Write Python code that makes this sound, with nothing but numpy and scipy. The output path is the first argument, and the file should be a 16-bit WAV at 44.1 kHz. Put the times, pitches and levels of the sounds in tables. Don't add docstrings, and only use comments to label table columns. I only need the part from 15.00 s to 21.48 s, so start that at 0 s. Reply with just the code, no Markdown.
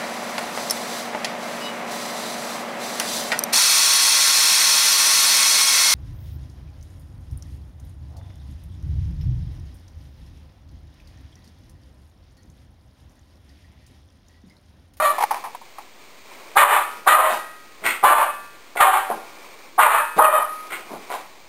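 import sys
import numpy as np
from scipy import signal
from scipy.fft import rfft, irfft, next_fast_len
from scipy.io import wavfile
from scipy.ndimage import uniform_filter1d, minimum_filter1d, map_coordinates

SR = 44100
rng = np.random.default_rng(int(sys.argv[2]) if len(sys.argv) > 2 else 0)


def digitize_waveform(pressure):
    field = np.atleast_2d(pressure).T
    bounded = np.clip(field, -1, 1)
    quanta = np.round(bounded * 32767).astype(np.int16)
    wavfile.write(sys.argv[1], SR, quanta)


N = 285768
T = np.arange(N) / SR

# start_s, length_s, widest_after_s, drop_after_s, top_hz, closing_hz, effort_db,
# open_mouth_hz, closing_upper_hz, roughness (0-1), brightness_db, ball_send_db
BARKS = [ (-.04, 0.17, 0.084, 0.12, 610.4, 607, -20.5, 1100, 4140, 0.26, 6, -7),
         (1.554, 0.11, 0.038, 0.064, 611, 412.3, 3, 1360, 2570, 0.41, 5, -6.5),
         (2.059, 0.14, 0.024, 0.11, 619.3, 389, -2.5, 1500, 2740, 0.48, 3, 1),
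         (3.026, 0.11, 0.041, .056, 580.7, 296.4, -0.5, 1190, 2600, 0.18, 1.5, 0),
         (3.79, 0.095, 0.026, .04, 612, 384, -1, 1340, 2520, .25, 1, -4.5),
         (4.777, 0.1, 0.044, 0.071, 590.3, 385, 2, 1710, 2140, 0.46, 1, 1),
         (5.176, 0.12, 0.071, 0.092, 632.4, 597, 1, 1320, 2700, .26, -5.5, -7.5)]
# frequency_hz, level_db
THROAT_COLOUR = [(60, -43), (120, -34.5), (220, -25), (340, -13), (470, -13), (630, 2.5), (850, 4),
                 (1250, 4.5), (1500, -1.5), (2000, -6), (2800, -15), (3700, -19.5), (4300, -21.5),
                 (4750, -29.5), (5500, -30)]
# time_s, pitch_hz, level_db
SQUEAK_GLIDE = [(5.237, 3046, -39), (5.248, 2870, -10.5), (5.262, 2450, -8), (5.275, 1960, -19)]
# start_s, length_s, level_db, pulse_rate_hz, tilt_db_per_octave
GRUNTS = [(2.279, 0.09, -24, 138, 3), (3.028, 0.052, -16, 100, -1), (3.753, 0.026, -26, 130, -1),
          (4.091, 0.036, -22, 104, -1.5), (5.161, 0.12, -21, 150, 2.5), (5.894, 0.079, -34, 90, -7),
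          (6.095, 0.062, -26, 126, 2.5), (6.168, 0.015, -34, 170, 16)]
# frequency_hz, level_db
GRUNT_COLOUR = [(50, -52), (100, -43), (190, -11.5), (300, -5), (480, -1), (720, 5), (1100, 2.5),
                (1600, -7), (3000, -18.5), (4000, -21.5), (5500, -29.5)]
# pitch_hz, level_db, t60_s
BALL_MODES = [(973, -17, 0.99), (1100, -22, 0.38), (1166, -5.5, 0.72), (1253.6, -3, 0.94),
              (1350, -17, 0.82), (1414, -7.5, 1), (1593, -9, 1), (1686, -20, 0.73), (1755, -7.5, 0.93),
              (1903, -4.5, 0.99), (1947, -11, 1), (2353, -12.5, 1), (2553, 1.5, 1)]
# start_s, length_s, scrape_db, thump_db
SCUFFS = [(2.817, 0.041, -44, -34.5), (2.838, 0.051, -19, -40), (2.881, 0.041, -23.5, -59),
          (3.769, 0.013, -21.5, -50), (5.163, 0.054, -50, -21), (5.703, 0.047, -28.5, -42)]
# frequency_hz, level_db
CARPET_COLOUR = [(200, -23), (500, -14), (850, -1), (1100, -2.5), (1400, 3), (1700, -5.5), (2080, 6.5),
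                 (2650, -6), (3400, -10), (4200, -16), (5500, -25)]
# frequency_hz, level_db
THUMP_COLOUR = [(60, -36), (120, -56), (185, -5.5), (250, -27), (340, -3), (450, -7), (800, -15),
                (2000, -69)]
# start_s, level_db, t60_s
BUMPS = [(0.182, -17.5, 0.12), (.204, -15, 0.14), (0.222, -10, 0.065), (.236, -4.5, 0.03),
         (.308, -13.5, 0.11), (0.342, -15.5, 0.046), (0.356, -25.5, 0.21), (0.439, -24, 0.2),
         (.548, -21.5, 0.035), (0.614, -37, 0.078), (.783, -28.5, 0.09)]
# frequency_hz, level_db
CASE_COLOUR = [(200, -58), (450, -21), (700, -2), (880, 6), (1080, 2), (1400, -14.5), (1850, -11.5),
               (3500, -25.5), (5500, -23.5)]
# frequency_hz, t60_s
ROOM_DECAY = [(150, 0.38), (600, 0.39), (1200, 0.38), (2500, 0.43), (5000, 0.43)]
# start_s, length_s, level_db
WHIRR_SWELLS = [(0, 0.36, -38.5), (1.36, .62, -41.5), (4.096, 0.504, -41.5), (5.513, 0.66, -41.5)]
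# frequency_hz, level_db
WHIRR_COLOUR = [(100, -35), (350, -8), (700, -9.5), (1100, -6.5), (1500, -16), (1950, -13), (2350, -7),
                (2800, -18), (5500, -18.5)]
# frequency_hz, level_db
HISS_COLOUR = [(25, -8), (120, -7.5), (250, -2), (700, -3.5), (1100, -10.5), (1600, -7.5), (3000, -6.5),
               (4500, -6), (5500, -11.5)]

ATTACK_S = .018


def bark(length, widest_after, drop_after, top_hz, closing_hz, effort_db,
         open_mouth_hz, closing_upper_hz, roughness, brightness_db):
    t = T[:int(length * SR)]
    opening = jaw(t, length, widest_after)
    push_db = air_push(t, length)
    pitch_hz = bark_pitch(t, drop_after, top_hz, closing_hz)
    buzz = vocal_folds(t, pitch_hz, roughness * (.76 + .24 * opening))
    treble_db = brightness_db - 13 * (1 - opening) + .19 * push_db
    voice = mouth(buzz, t, opening, open_mouth_hz, closing_upper_hz, treble_db)
    shimmer_db = 2 * wobble(t, 159.5)
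    return voice * amp(effort_db + push_db + shimmer_db) * signal.windows.tukey(len(t), .06)


def jaw(t, length, widest_after):
    swing = np.interp(t, [0, widest_after, length], [0, np.pi / 2, np.pi])
    return np.abs(np.sin(swing)) ** 1.9


def air_push(t, length, attack_db=36, sag_db_per_s=35.5, release_s=.031, release_db=8):
    attack = np.clip(1 - t / ATTACK_S, 0, 1)
    release = np.clip(1 - (length - t) / release_s, 0, 1)
    return -attack_db * attack - sag_db_per_s * t - release_db * release


def bark_pitch(t, drop_after, top_hz, closing_hz, low_hz=390.3, leap_s=.016885, sag_hz_per_s=251):
    leap = np.clip((t - ATTACK_S) / leap_s, 0, 1)
    slide = np.clip((t - drop_after) / .03, 0, 1)
    held_hz = low_hz + (top_hz - low_hz) * leap - sag_hz_per_s * (t - ATTACK_S - leap_s)
    return held_hz + (closing_hz - held_hz) * slide


def vocal_folds(t, pitch_hz, roughness):
    quaver = .09 * roughness * wobble(t, 90)
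    jitter = .064 * roughness * wobble(t, 352)
    phase = 2 * np.pi * np.cumsum(pitch_hz * (1 + quaver + jitter)) / SR
    buzz = coloured(sum(np.cos(k * phase) for k in range(1, 13)), THROAT_COLOUR)
    puffs = coloured(noise(t) * (1 + np.cos(phase)), THROAT_COLOUR)
    return np.sqrt(1 - roughness) * buzz + np.sqrt(roughness) * puffs


def mouth(buzz, t, opening, open_hz, closing_upper_hz, treble_db, shut_hz=780):
    main_hz = shut_hz + (open_hz - shut_hz) * opening
    voice = buzz + amp(6) * moving_resonance(buzz, main_hz, width_hz=770)
    treble = filtered(voice, lambda hz: 1 - 1 / (1 + (hz / 1650) ** 8))
    upper_hz = np.interp(t, [0, .085], [3750, closing_upper_hz])
    edge = treble + amp(8) * moving_resonance(treble, upper_hz, width_hz=790)
    return unit(voice - treble + amp(treble_db) * edge)


def puppy(bark_gain_db=3):
    barks, ball_send = np.zeros((len(BARKS), N)), np.zeros(N)
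    for track, (start, *shape, send_db) in zip(barks, BARKS):
        add(track, start, amp(bark_gain_db) * bark(*shape))
        ball_send += amp(send_db) * track
    grunting = grunts()
    return [*barks, grunting], ball_send + grunting


def squeak():
    times, pitch_hz, level_db = np.transpose(SQUEAK_GLIDE)
    out, t = np.zeros(N), np.arange(times[0], times[-1], 1 / SR)
    phase = 2 * np.pi * np.cumsum(np.interp(t, times, pitch_hz)) / SR
    envelope = amp(np.interp(t, times, level_db)) * signal.windows.tukey(len(t), .2)
    add(out, times[0], envelope * np.sin(phase))
    return out


def grunts():
    out = np.zeros(N)
    for start, length, level_db, rate_hz, tilt_db in GRUNTS:
        t = T[:int(length * SR)]
        cycle = np.cumsum(rate_hz * (1 + .1 * wobble(t, 60))) / SR % 1
        rattle = coloured(noise(t) * amp(-24 * cycle), GRUNT_COLOUR, tilt_db)
        add(out, start, amp(level_db) * arch(t, length) * rattle)
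    return out


def ball(send, ring_db=-25.5):
    t = T[:SR]
    ring = sum(amp(db - 60 * t / t60) * np.sin(2 * np.pi * (hz * t + rng.random()))
               for hz, db, t60 in BALL_MODES)
    return amp(ring_db) * signal.fftconvolve(send, ring / np.linalg.norm(ring))[:N]


def paws():
    out = np.zeros(N)
    for start, length, scrape_db, thump_db in SCUFFS:
        t = T[:int(length * SR)]
        scrape = amp(scrape_db) * coloured(noise(t) * amp(3.5 * wobble(t, 266)), CARPET_COLOUR)
        thump = amp(thump_db) * coloured(noise(t), THUMP_COLOUR)
        add(out, start, arch(t, length) * (scrape + thump))
    return out


def fingers(attack_s=.0019):
    out, t = np.zeros(N), T[:SR // 6]
    for start, level_db, t60 in BUMPS:
        envelope = amp(level_db - 60 * t / t60) * (1 - np.exp(-t / attack_s))
        add(out, start, envelope * coloured(noise(t), CASE_COLOUR))
    return out


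def room(x, build_up_s=.00087):
    hz, t, spectrum = signal.stft(noise(T[:SR]), SR, nperseg=256)
    envelope = amp(-60 * t / along(ROOM_DECAY, hz)[:, None]) * (1 - np.exp(-t / build_up_s))
    _, tail = signal.istft(spectrum * envelope, SR, nperseg=256)
    return signal.fftconvolve(x, tail / np.linalg.norm(tail))[:N]


def background(hiss_db=-49, whirr_rest_db=-48, fade_s=.29):
    waver_db = 1.2 * wobble(T, 30)
    level = np.full(N, amp(whirr_rest_db))
    for start, length, swell_db in WHIRR_SWELLS:
        outside_s = np.maximum(start - T, T - start - length)
        level = np.maximum(level, amp(swell_db) * np.clip(1 - outside_s / fade_s, 0, 1))
    whirr = level * amp(waver_db) * coloured(noise(T), WHIRR_COLOUR)
    return whirr + amp(hiss_db) * coloured(noise(T), HISS_COLOUR)


def amp(db):
    return 10 ** (np.asarray(db) / 20)


def unit(x):
    return x / np.sqrt(np.mean(x ** 2) + 1e-20)


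def along(points, hz):
    frequencies, values = np.transpose(points)
    return np.interp(np.log(hz + 1), np.log(frequencies), values)


def filtered(x, response):
    size = next_fast_len(len(x) + SR // 4)
    return irfft(rfft(x, size) * response(np.fft.rfftfreq(size, 1 / SR)), size)[:len(x)]


def coloured(x, points, tilt_db=0):
    return unit(filtered(x, lambda hz: amp(along(points, hz) + tilt_db * np.log2(hz + 1))))


def moving_resonance(x, centre_hz, width_hz):
    turn = np.exp(2j * np.pi * np.cumsum(centre_hz) / SR)
    pole = np.exp(-np.pi * width_hz / SR)
    return 2 * np.real(turn * signal.lfilter([1 - pole], [1, -pole], x / turn))


def noise(t):
    return rng.standard_normal(len(t))


def wobble(t, rate):
    knots = (t - t[0]) * rate
    return map_coordinates(rng.standard_normal(int(knots[-1]) + 4), [knots])


def arch(t, length):
    return np.sqrt(np.abs(np.sin(np.pi * t / length)))


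def add(track, start_s, x):
    i = round(start_s * SR)
    x, i = x[max(0, -i):], max(0, i)
    track[i:i + len(x)] += x[:max(0, N - i)]


def scene(direct_db=-2):
    calls, ball_send = puppy()
    scuffs = paws()
    direct = amp(direct_db) * (sum(calls) + squeak() + scuffs)
    echo = sum(room(track) for track in [*calls, scuffs])
    return (direct + echo + ball(ball_send) + fingers() + background())[None]


def gain_control(x, limit_db=-10, attack_s=.005, hold_s=.027, release_db_per_s=240):
    pole = np.exp(-1 / (attack_s * SR))
    power = signal.lfilter([1 - pole], [1, -pole], x * x)
    over_db = np.maximum(10 * np.log10(power + 1e-12) - limit_db, 0)
    half = int(hold_s * SR / 2)
    held_db = -minimum_filter1d(-over_db, 2 * half + 1, origin=half, mode="constant")
    cut_db = np.maximum.accumulate(held_db + release_db_per_s * T) - release_db_per_s * T
    return x * amp(-uniform_filter1d(cut_db, size=200, origin=-70))


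def record(dry, hold_samples=4, top_hz=15750):
    x = filtered(gain_control(dry[0]), lambda hz: hz < SR / hold_samples / 2)
    stairs = np.repeat(np.clip(x[::hold_samples], -1, 1), hold_samples)[:N]
    offset = -.004
    return filtered(stairs, lambda hz: hz < top_hz)[None] + offset


dry = scene()
out = record(dry)
digitize_waveform(out)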